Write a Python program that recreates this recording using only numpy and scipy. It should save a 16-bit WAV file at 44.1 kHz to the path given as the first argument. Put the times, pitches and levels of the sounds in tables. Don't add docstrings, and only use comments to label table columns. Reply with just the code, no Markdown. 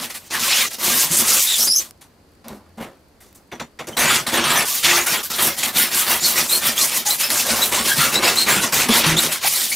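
import sys
import numpy as np
from scipy import signal
from scipy.fft import rfft, irfft, next_fast_len
from scipy.io import wavfile

SR = 44100
rng = np.random.default_rng(int(sys.argv[2]) if len(sys.argv) > 2 else 0)


def master(y):
    cut = np.clip(np.atleast_2d(y).T, -1, 1)
    pcm = np.round(cut * 32767)
    wavfile.write(sys.argv[1], SR, pcm.astype(np.int16))


def level_to_linear(level):
    exponent = np.asarray(level, float) / 20
    return 10 ** exponent


N = 429975

FIRST_CUT_END_S = 1.406


def rms_one(x):
    return x / np.sqrt(np.mean(x ** 2) + 1e-20)


def at_hz(points, hz):
    points_hz, values = np.transpose(points)
    return np.interp(np.log(hz), np.log(points_hz), values)


def drift(rate):
    r = np.exp(-80 * np.pi * rate / SR)
    noise = rng.standard_normal(N // 40 + 2002)
    slow = signal.lfilter([1], [1, -2 * r, r * r], noise)[2000:]
    return np.interp(np.arange(N) / 40, np.arange(len(slow)), rms_one(slow))


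def resonance(x, hz, width_hz):
    r = np.exp(-np.pi * width_hz / SR)
    return signal.lfilter([1, 0, -1], [1, -2 * r * np.cos(2 * np.pi * hz / SR), r * r], x)


def beads(mean_per_s, spread_db):
    sizes = level_to_linear(spread_db * np.minimum(rng.exponential(1, N), 5)) * rng.choice([-1, 1], N)
    chance = mean_per_s * level_to_linear(2.5 * drift(90)) / SR
    return sizes * (rng.random(N) < chance) + 0.27 * rng.standard_normal(N)


def air():
    # hz, level_db
    air_spectrum = [(25, -13), (87, 2.5), (114, -7), (236, -3), (3600, -28), (4610, -22), (5400, -29),
                    (13600, -33.5), (16000, -42)]
    hz = np.maximum(np.arange(N // 2 + 1) * SR / N, 10)
    spectrum = rfft(rng.standard_normal((2, N))) * level_to_linear(at_hz(air_spectrum, hz))
    mid, side = irfft(spectrum, N)
    return level_to_linear(-51) * rms_one(mid + level_to_linear(-10) * side * np.array([[1], [-1]]))


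def room(x):
    low_t60_s, wall_cut_hz = 0.11, 17000
    size = next_fast_len(N + SR)
    hz = np.arange(size // 2 + 1) * SR / size
    t60_s = low_t60_s / np.sqrt(1 + (hz / wall_cut_hz) ** 2)
    spectrum, response = rfft(x, size), np.zeros((2, len(hz)), complex)
    for k, lag_s in enumerate(rng.uniform(0.0082, 0.044, 20)):
        echo = level_to_linear(-60 * lag_s / t60_s) * np.exp(-2j * np.pi * hz * lag_s)
        response[k % 2] += (-1) ** (k // 2) * echo / (1 - echo)
    return irfft(spectrum * response, size)[:, :N] / np.sqrt(10)


def strokes(drum_dip_share):
    # start_s, turn_dip_db, rise_s, rasp_db
    stroke_rows = [(0.0, 9, .003, -30), (.091, -12.5, .012, -34), (0.14, -11, .01, -36),
                   (.305, -8, .035, -21), (.396, -5, .12, -18.5), (.69, -12, .025, -35),
                   (.785, -11.5, 0.065, -23.5), (1.098, -10, .03, -23.5), (3.967, -15, .004, -14),
                   (4.263, -25.5, 0.0046, -19), (4.323, -9, 0.023, -13.5), (4.438, -7.5, 0.0035, -14.5),
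                   (4.652, -8, 0.0023, -27), (4.831, -10.5, .014, -13.5), (5.057, -12, .011, -17.5),
                   (5.226, -16, .008, -33), (5.299, -12, .003, -27), (5.386, -3, 0.017, -17.5),
                   (5.563, -17, .025, -22), (5.63, -6, 0.003, -12.5), (5.724, -20.5, .042, -16.5),
                   (5.899, -11.5, 0.026, -22), (6.068, -5.5, 0.04, -15.5), (6.203, -13, 0.054, -22),
                   (6.356, -8, 0.027, -15.5), (6.475, -12.5, 0.043, -24), (6.617, -7, 0.047, -17.5),
                   (6.749, -12.5, 0.04, -21), (6.907, -9, 0.063, -19), (7.047, -16, 0.016, -24),
                   (7.178, -12.5, 0.031, -25), (7.288, -10, .025, -22.5), (7.453, -8, 0.042, -17.5),
                   (7.557, -6.5, 0.0037, -22.5), (7.715, -11, .01, -17.5), (7.84, -7, 0.014, -21.5),
                   (7.961, -8, 0.035, -16), (8.113, -9.5, 0.02, -16), (8.217, -9.5, 0.02, -15.5),
                   (8.353, -7, 0.0037, -23.5), (8.464, -9, 0.023, -13), (8.609, -8, 0.016, -18.5),
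                   (8.722, -14.5, .004, -17.5), (8.884, -13, .005, -17.5), (9.036, -6, 0.0089, -16),
                   (9.165, -11, .0065, -22), (9.312, -9.5, 0.011, -21.5), (9.41, -16.5, 0.034, -18),
                   (9.485, 2, .004, -27.5), (9.69, -7, .034, -27.5)]
    # time_s, treble_db, drum_db
    colour = [(0, -26, -31), (.25, -28, -33.5), (.45, -15, -39.5), (.7, -24, -31), (.8, -14.5, -31),
              (4.0, -21.5, -34), (4.35, -24.5, -28.5), (4.6, -19.5, -38.5), (5.3, -22, -33),
              (5.7, -19.5, -37.5), (6.3, -18, -32), (7.0, -17.5, -35.5), (7.45, -18.5, -29),
              (8.3, -19.5, -32.5), (8.8, -19.5, -27.5), (9.15, -21, -27.5), (9.4, -18.5, -38.5)]
    usual_rasp_db = -20
    treble_follows, drum_follows = 0.32, 0.84
    fall_s, fall_s_per_rasp_db, fall_s_per_dip_db = .04, .002, .002
    pause_from_s, pause_to_s, pause_db = .185, .3, -14

    t = np.arange(N) / SR
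    start_s, dip_db, rise_s, rasp_db = np.transpose(stroke_rows)
    when_s, treble_db, drum_db = np.transpose(colour)
    next_s = np.append(start_s[1:], 0)
    last = (start_s < FIRST_CUT_END_S) & (next_s > FIRST_CUT_END_S)
    end_s = np.where(last, FIRST_CUT_END_S, np.append(start_s[1:], N / SR))
    next_dip_db = np.where(last, 0, np.append(dip_db[1:], 0))
    extra_db = rasp_db - usual_rasp_db

    fall = fall_s + fall_s_per_rasp_db * extra_db - fall_s_per_dip_db * next_dip_db
    fall = np.clip(fall, .005, end_s - start_s - rise_s)
    corners_s = np.transpose([start_s, start_s + rise_s, end_s - fall, end_s - .004]).ravel()
    corners_s = np.maximum.accumulate(corners_s)
    resting = (t > FIRST_CUT_END_S) & (t < start_s[np.argmax(last) + 1])

    stroke_drum_db = np.interp(start_s, when_s, drum_db) + drum_follows * extra_db
    stroke_treble_db = np.interp(start_s, when_s, treble_db) + treble_follows * extra_db
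    force = []
    for level_db, share in [(stroke_drum_db, drum_dip_share), (rasp_db, 1), (stroke_treble_db, 1)]:
        turn_in_db, turn_out_db = level_db + share * dip_db, level_db + share * next_dip_db
        corners_db = np.transpose([turn_in_db, level_db, level_db, turn_out_db]).ravel()
        force.append(level_to_linear(np.interp(t, corners_s, corners_db)) * ~resting)

    pause_corners_s = [pause_from_s - .01, pause_from_s + .01, pause_to_s - .01, pause_to_s + .01]
    pause = np.interp(t, pause_corners_s, [0, 1, 1, 0])
    return np.array(force) * level_to_linear(pause_db * pause)


def rasp(force, patchy_db, slow_db):
    # hz, level_db
    foam = [(100, -23.5), (300, -12.5), (600, -9), (1000, -6.5), (2000, -9), (4000, -7), (6000, -6.5),
            (10000, -5.5), (13000, -5), (15500, -8.5)]
    # time_s, tilt_db_per_octave
    top_tilt = [(0, -.5), (4.9, -1), (5.2, 3), (6.2, 3), (7.0, 1), (8.3, -1)]
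    snaps = 0.24 * beads(260, spread_db=5.0)
    trains = [rms_one(beads(9000, spread_db=spread_db)) + snaps for spread_db in (3.0, 1.5)]
    edges_hz = 45 * 2 ** (np.arange(27) / 3)
    tilt_db = np.interp(np.arange(N) / SR, *np.transpose(top_tilt))
    log_force = np.log(force + 1e-6)
    out, shared = 0, drift(7)
    for k, (low_hz, high_hz) in enumerate(zip(edges_hz, edges_hz[1:])):
        band_filter = signal.butter(2, [low_hz, high_hz], "band", fs=SR, output="sos")
        band = rms_one(signal.sosfilt(band_filter, trains[k % 2]))
        hz = np.sqrt(low_hz * high_hz)
        place = at_hz([(400, 0), (1500, 0.63), (3200, 1.36), (7000, 2.0)], hz)
        lower = min(int(place), 1)
        level = np.exp((lower + 1 - place) * log_force[lower] + (place - lower) * log_force[lower + 1])
        shared = 0.69 * shared + 1.94 * drift(7.9)
        wander_db = slow_db * shared + patchy_db * drift(25)
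        colour_db = at_hz(foam, hz) + tilt_db * max(np.log2(hz / 8000), 0)
        out = out + band * level * level_to_linear(colour_db + wander_db)
    return out


def ringing(force, modes, uneven_db):
    jolts, out = beads(600, spread_db=4.0), 0
    for hz, width_hz, level_db in modes:
        drive = jolts * force * level_to_linear(uneven_db * drift(6.6))
        usual = np.std(resonance(jolts, hz, width_hz))
        out = out + level_to_linear(level_db) * resonance(drive, hz, width_hz) / usual
    return out


def panel_drum(force):
    # hz, width_hz, level_db
    panel_modes = [(158, 19, -14), (232, 40, -5.5), (340, 69, -8), (535.5, 77, -10)]
    return ringing(force, panel_modes, uneven_db=4.0)


def blade_ring(force):
    # hz, level_db
    blade_modes = [(880, -20.5), (2040, -13), (3500, -20), (4800, -31), (5900, -18), (7020, -21)]
    width_hz = 130
    return ringing(force, [(hz, width_hz, level_db) for hz, level_db in blade_modes], uneven_db=5.0)


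def squeaks(rows, wander=.038, scoop=.08, flutter_db=5.5, octave_db=-4):
    out, slips = np.zeros(N), [drift(70) for voice in range(3)]
    flutter = level_to_linear(flutter_db * np.array([drift(150) for voice in range(3)]))
    for start_s, length_s, first_hz, last_hz, level_db in rows:
        start = round(start_s * SR)
        span = slice(start, min(start + round(length_s * SR), N))
        u = np.linspace(0, 1, span.stop - start)
        rough = min(.45 + 4 * abs(np.log(last_hz / first_hz)), 1)
        hz = (first_hz + (last_hz - first_hz) * u) * (1 - scoop * np.exp(-11.0 * u))
        swell = level_to_linear(level_db) * np.sin(np.pi * u ** 0.6) ** 0.84
        octave = level_to_linear(octave_db) * rough * (hz < 7500)
        for voice, (detune, share) in enumerate([(0, 1.0), (-0.046, rough ** 2), (.05, rough ** 2)]):
            bend = 1 + detune + wander * rough ** 2 * slips[voice][span]
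            phase = 2 * np.pi * np.cumsum(hz * bend) / SR
            tone = np.sin(phase) + octave * np.sin(2 * phase)
            out[span] += share * swell * flutter[voice, span] ** np.sqrt(rough) * tone
    return out


def chatter(force, mean_per_s):
    draw = rng.random((round(mean_per_s * N / SR), 4))
    start_s = draw[:, 0] * (N / SR - .1)
    length_s = 0.022 + 0.048 * draw[:, 3]
    first_hz = 1000 * 11.0 ** draw[:, 1]
    last_hz = first_hz * (.99 + 0.031 * draw[:, 2])
    rows = np.transpose([start_s, length_s, first_hz, last_hz, -8.0 * draw[:, 2]])
    return level_to_linear(-6) * force * squeaks(rows, wander=.02, scoop=.025, flutter_db=3.5)


def ticks():
    # start_s, level_db
    cracks = [(1.909, -25), (2.483, -21), (3.328, -38), (5.107, -12), (7.303, -3), (8.723, -10)]
    rustles_per_s, rustle_db, t60_s = 30, -49, .008
    out, age_s = np.zeros(N), np.arange(600) / SR
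    draw = rng.random((round(rustles_per_s * N / SR), 2))
    rustles = [(when * (N - 600) / SR, rustle_db + 7.0 * np.log(size)) for when, size in draw]
    rows = cracks + rustles
    for (start_s, level_db), signs in zip(rows, rng.choice([-1, 1], (len(rows), 600))):
        start = round(start_s * SR)
        out[start:start + 600] += level_to_linear(level_db - 60 * age_s / t60_s) * signs
    return signal.sosfilt(signal.butter(2, 1500, "high", fs=SR, output="sos"), out)


def blade_squeaks():
    # start_s, length_s, first_hz, last_hz, level_db
    squeak_rows = [(.5, .16, 2200, 4200, -26), (1.468, 0.12, 3800, 3510, -18.5),
                   (1.581, 0.096, 5150, 6420, -20), (1.665, 0.14, 5050, 5550, -16),
                   (1.752, 0.061, 6320, 6200, -11.5), (3.925, .035, 3120, 3120, -37),
                   (6.201, 0.066, 7170, 7180, -20), (6.235, 0.056, 4390, 4300, -16),
                   (6.49, .045, 3800, 4000, -20), (6.52, 0.069, 4270, 4200, -16),
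                   (6.77, 0.048, 3400, 3680, -22), (6.8, 0.054, 4180, 4230, -20),
                   (6.955, 0.033, 5840, 6000, -24), (7.056, 0.062, 850, 833, -24.5),
                   (7.1, 0.049, 4050, 4100, -16.5), (7.225, 0.065, 2630, 2580, -25),
                   (7.226, 0.073, 5220, 5170, -20.5), (7.616, 0.043, 3950, 3920, -14.5),
                   (7.883, 0.082, 1670, 1590, -18.5), (7.991, 0.12, 1390, 1370, -18),
                   (8.148, 0.057, 3960, 3960, -14.5), (8.238, .044, 5040, 5080, -17.5),
                   (8.266, 0.047, 2650, 2630, -17), (8.362, 0.094, 4090, 4210, -13.5),
                   (8.905, 0.059, 3500, 3410, -17.5), (9.165, .05, 3550, 4200, -19),
                   (9.445, 0.02, 790, 820, -18.5), (9.09, .05, 1940, 1840, -21),
                   (9.46, .04, 9900, 9800, -17), (9.694, .05, 9350, 10300, -25.5),
                   (9.715, .035, 2150, 2320, -20)]
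    return squeaks(squeak_rows)


def low_tones():
    # start_s, length_s, pitch_hz, level_db
    low_tone_rows = [(.915, .06, 235, -27), (1.103, .04, 165, -27), (2.51, 0.094, 206, -34),
                     (2.776, 0.087, 229, -30), (4.327, 0.14, 340, -23), (4.846, 0.21, 350, -26),
                     (7.505, .06, 228, -23), (7.795, .06, 228, -25), (7.975, .045, 145, -26),
                     (8.565, .06, 200, -22), (8.89, 0.041, 227, -13.5), (9.06, 0.13, 160, -14)]
    return squeaks([(start_s, length_s, hz, hz, level_db) for start_s, length_s, hz, level_db in low_tone_rows])


def slide_out():
    # after_cut_s, rasp_db, treble_db, drum_db
    slide_rows = [(0, -26.5, -14, -48), (.15, -30, -17, -49.5), (.2, -34.5, -15.5, -41),
                  (.25, -37.5, -16, -40.5), (.27, -30.5, -20.5, -35), (.3, -44, -27, -47.5),
                  (.385, -43, -25, -47), (.405, -32, -26, -40.5), (.45, -45, -42, -52), (.5, -64, -54, -60)]
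    after_s, rasp_db, treble_db, drum_db = np.transpose(slide_rows)
    s = after_s + FIRST_CUT_END_S
    t = np.arange(N) / SR
    force = np.array([level_to_linear(np.interp(t, s, level_db)) for level_db in (drum_db, rasp_db, treble_db)])
    return force * ((t > s[0]) & (t < s[-1]))


def contacts(rows):
    force, age_s = np.zeros((3, N)), np.arange(SR // 2) / SR
    for start_s, rasp_db, treble_db, thud_db, rise_s, t60_s in rows:
        start = round(start_s * SR)
        band_rise_s = rise_s + np.array([[.008], [0], [0]])
        swell = (1 - np.exp(-age_s / band_rise_s)) ** 2
        fade = level_to_linear(rasp_db - 60 * age_s / t60_s)
        force[:, start:start + len(age_s)] += level_to_linear(np.array([[thud_db], [0], [treble_db]])) * fade * swell
    return force * level_to_linear(1.6 * drift(45))


def sudden(rows):
    rise_s = 0.0019
    return contacts([(*row[:4], rise_s, row[4]) for row in rows])


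def saw_touches():
    # start_s, rasp_db, treble_over_rasp_db, thud_over_rasp_db, t60_s
    touch_rows = [(2.009, -43.5, 0, -9, 0.22), (3.203, -47.5, 3.5, -3, 0.36),
                  (3.514, -29.5, -12, 3.5, 0.16), (3.596, -27.5, -12, 1.5, .17),
                  (3.788, -24.5, -12.5, -2, .17), (3.869, -33, 2, 8, .3), (7.301, -15, -12, -20, 0.072)]
    return sudden(touch_rows)


def knocks():
    # start_s, rasp_db, treble_over_rasp_db, thud_over_rasp_db, t60_s
    knock_rows = [(2.441, -44, -7.5, 9, .6), (2.483, -39, 4.5, 5, .047), (2.772, -41, -11, 8, .4)]
    return sudden(knock_rows)


def scuffs():
    # start_s, rasp_db, treble_over_rasp_db, thud_over_rasp_db, rise_s
    scuff_rows = [(2.49, -41, -6.5, 13, 0.021), (2.795, -20.5, -12, 4, 0.026), (3.345, -51, 10, 5, .004)]
    t60_s = 0.19
    return contacts([(*row, t60_s) for row in scuff_rows])


def scene():
    cutting = strokes(drum_dip_share=0.6) + slide_out()
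    touching = saw_touches()
    force = cutting + touching + knocks() + scuffs()
    saw = rasp(force, patchy_db=1.3, slow_db=.9)
    saw = saw + panel_drum(force[0])
    saw = saw + blade_ring(1.4 * touching[1] + 0.46 * cutting[1])
    saw = saw + blade_squeaks() + low_tones()
    saw = saw + chatter(cutting[1], mean_per_s=170)
    saw = saw + ticks()
    saw = signal.sosfilt(signal.butter(2, 40, "high", fs=SR, output="sos"), saw)
    return saw + level_to_linear(-9) * room(saw) + air()


def roll_off(x):
    return signal.sosfilt(signal.butter(12, 16730, fs=SR, output="sos"), x)


def record(dry):
    width_db, narrow_hz, cutoff_hz = 5.8, (62, 470), 16150
    mid, side = (dry[0] + dry[1]) / 2, (dry[0] - dry[1]) / 2
    side = signal.sosfilt(signal.butter(2, narrow_hz, "stop", fs=SR, output="sos"), side)
    side = level_to_linear(width_db) * side
    pair = 0.79 * np.tanh(np.array([mid + side, mid - side]) / 0.98)
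    pair = signal.sosfilt(signal.cheby2(14, 50, cutoff_hz, fs=SR, output="sos"), pair)
    return roll_off(pair)


dry = scene()
out = record(dry)
master(out)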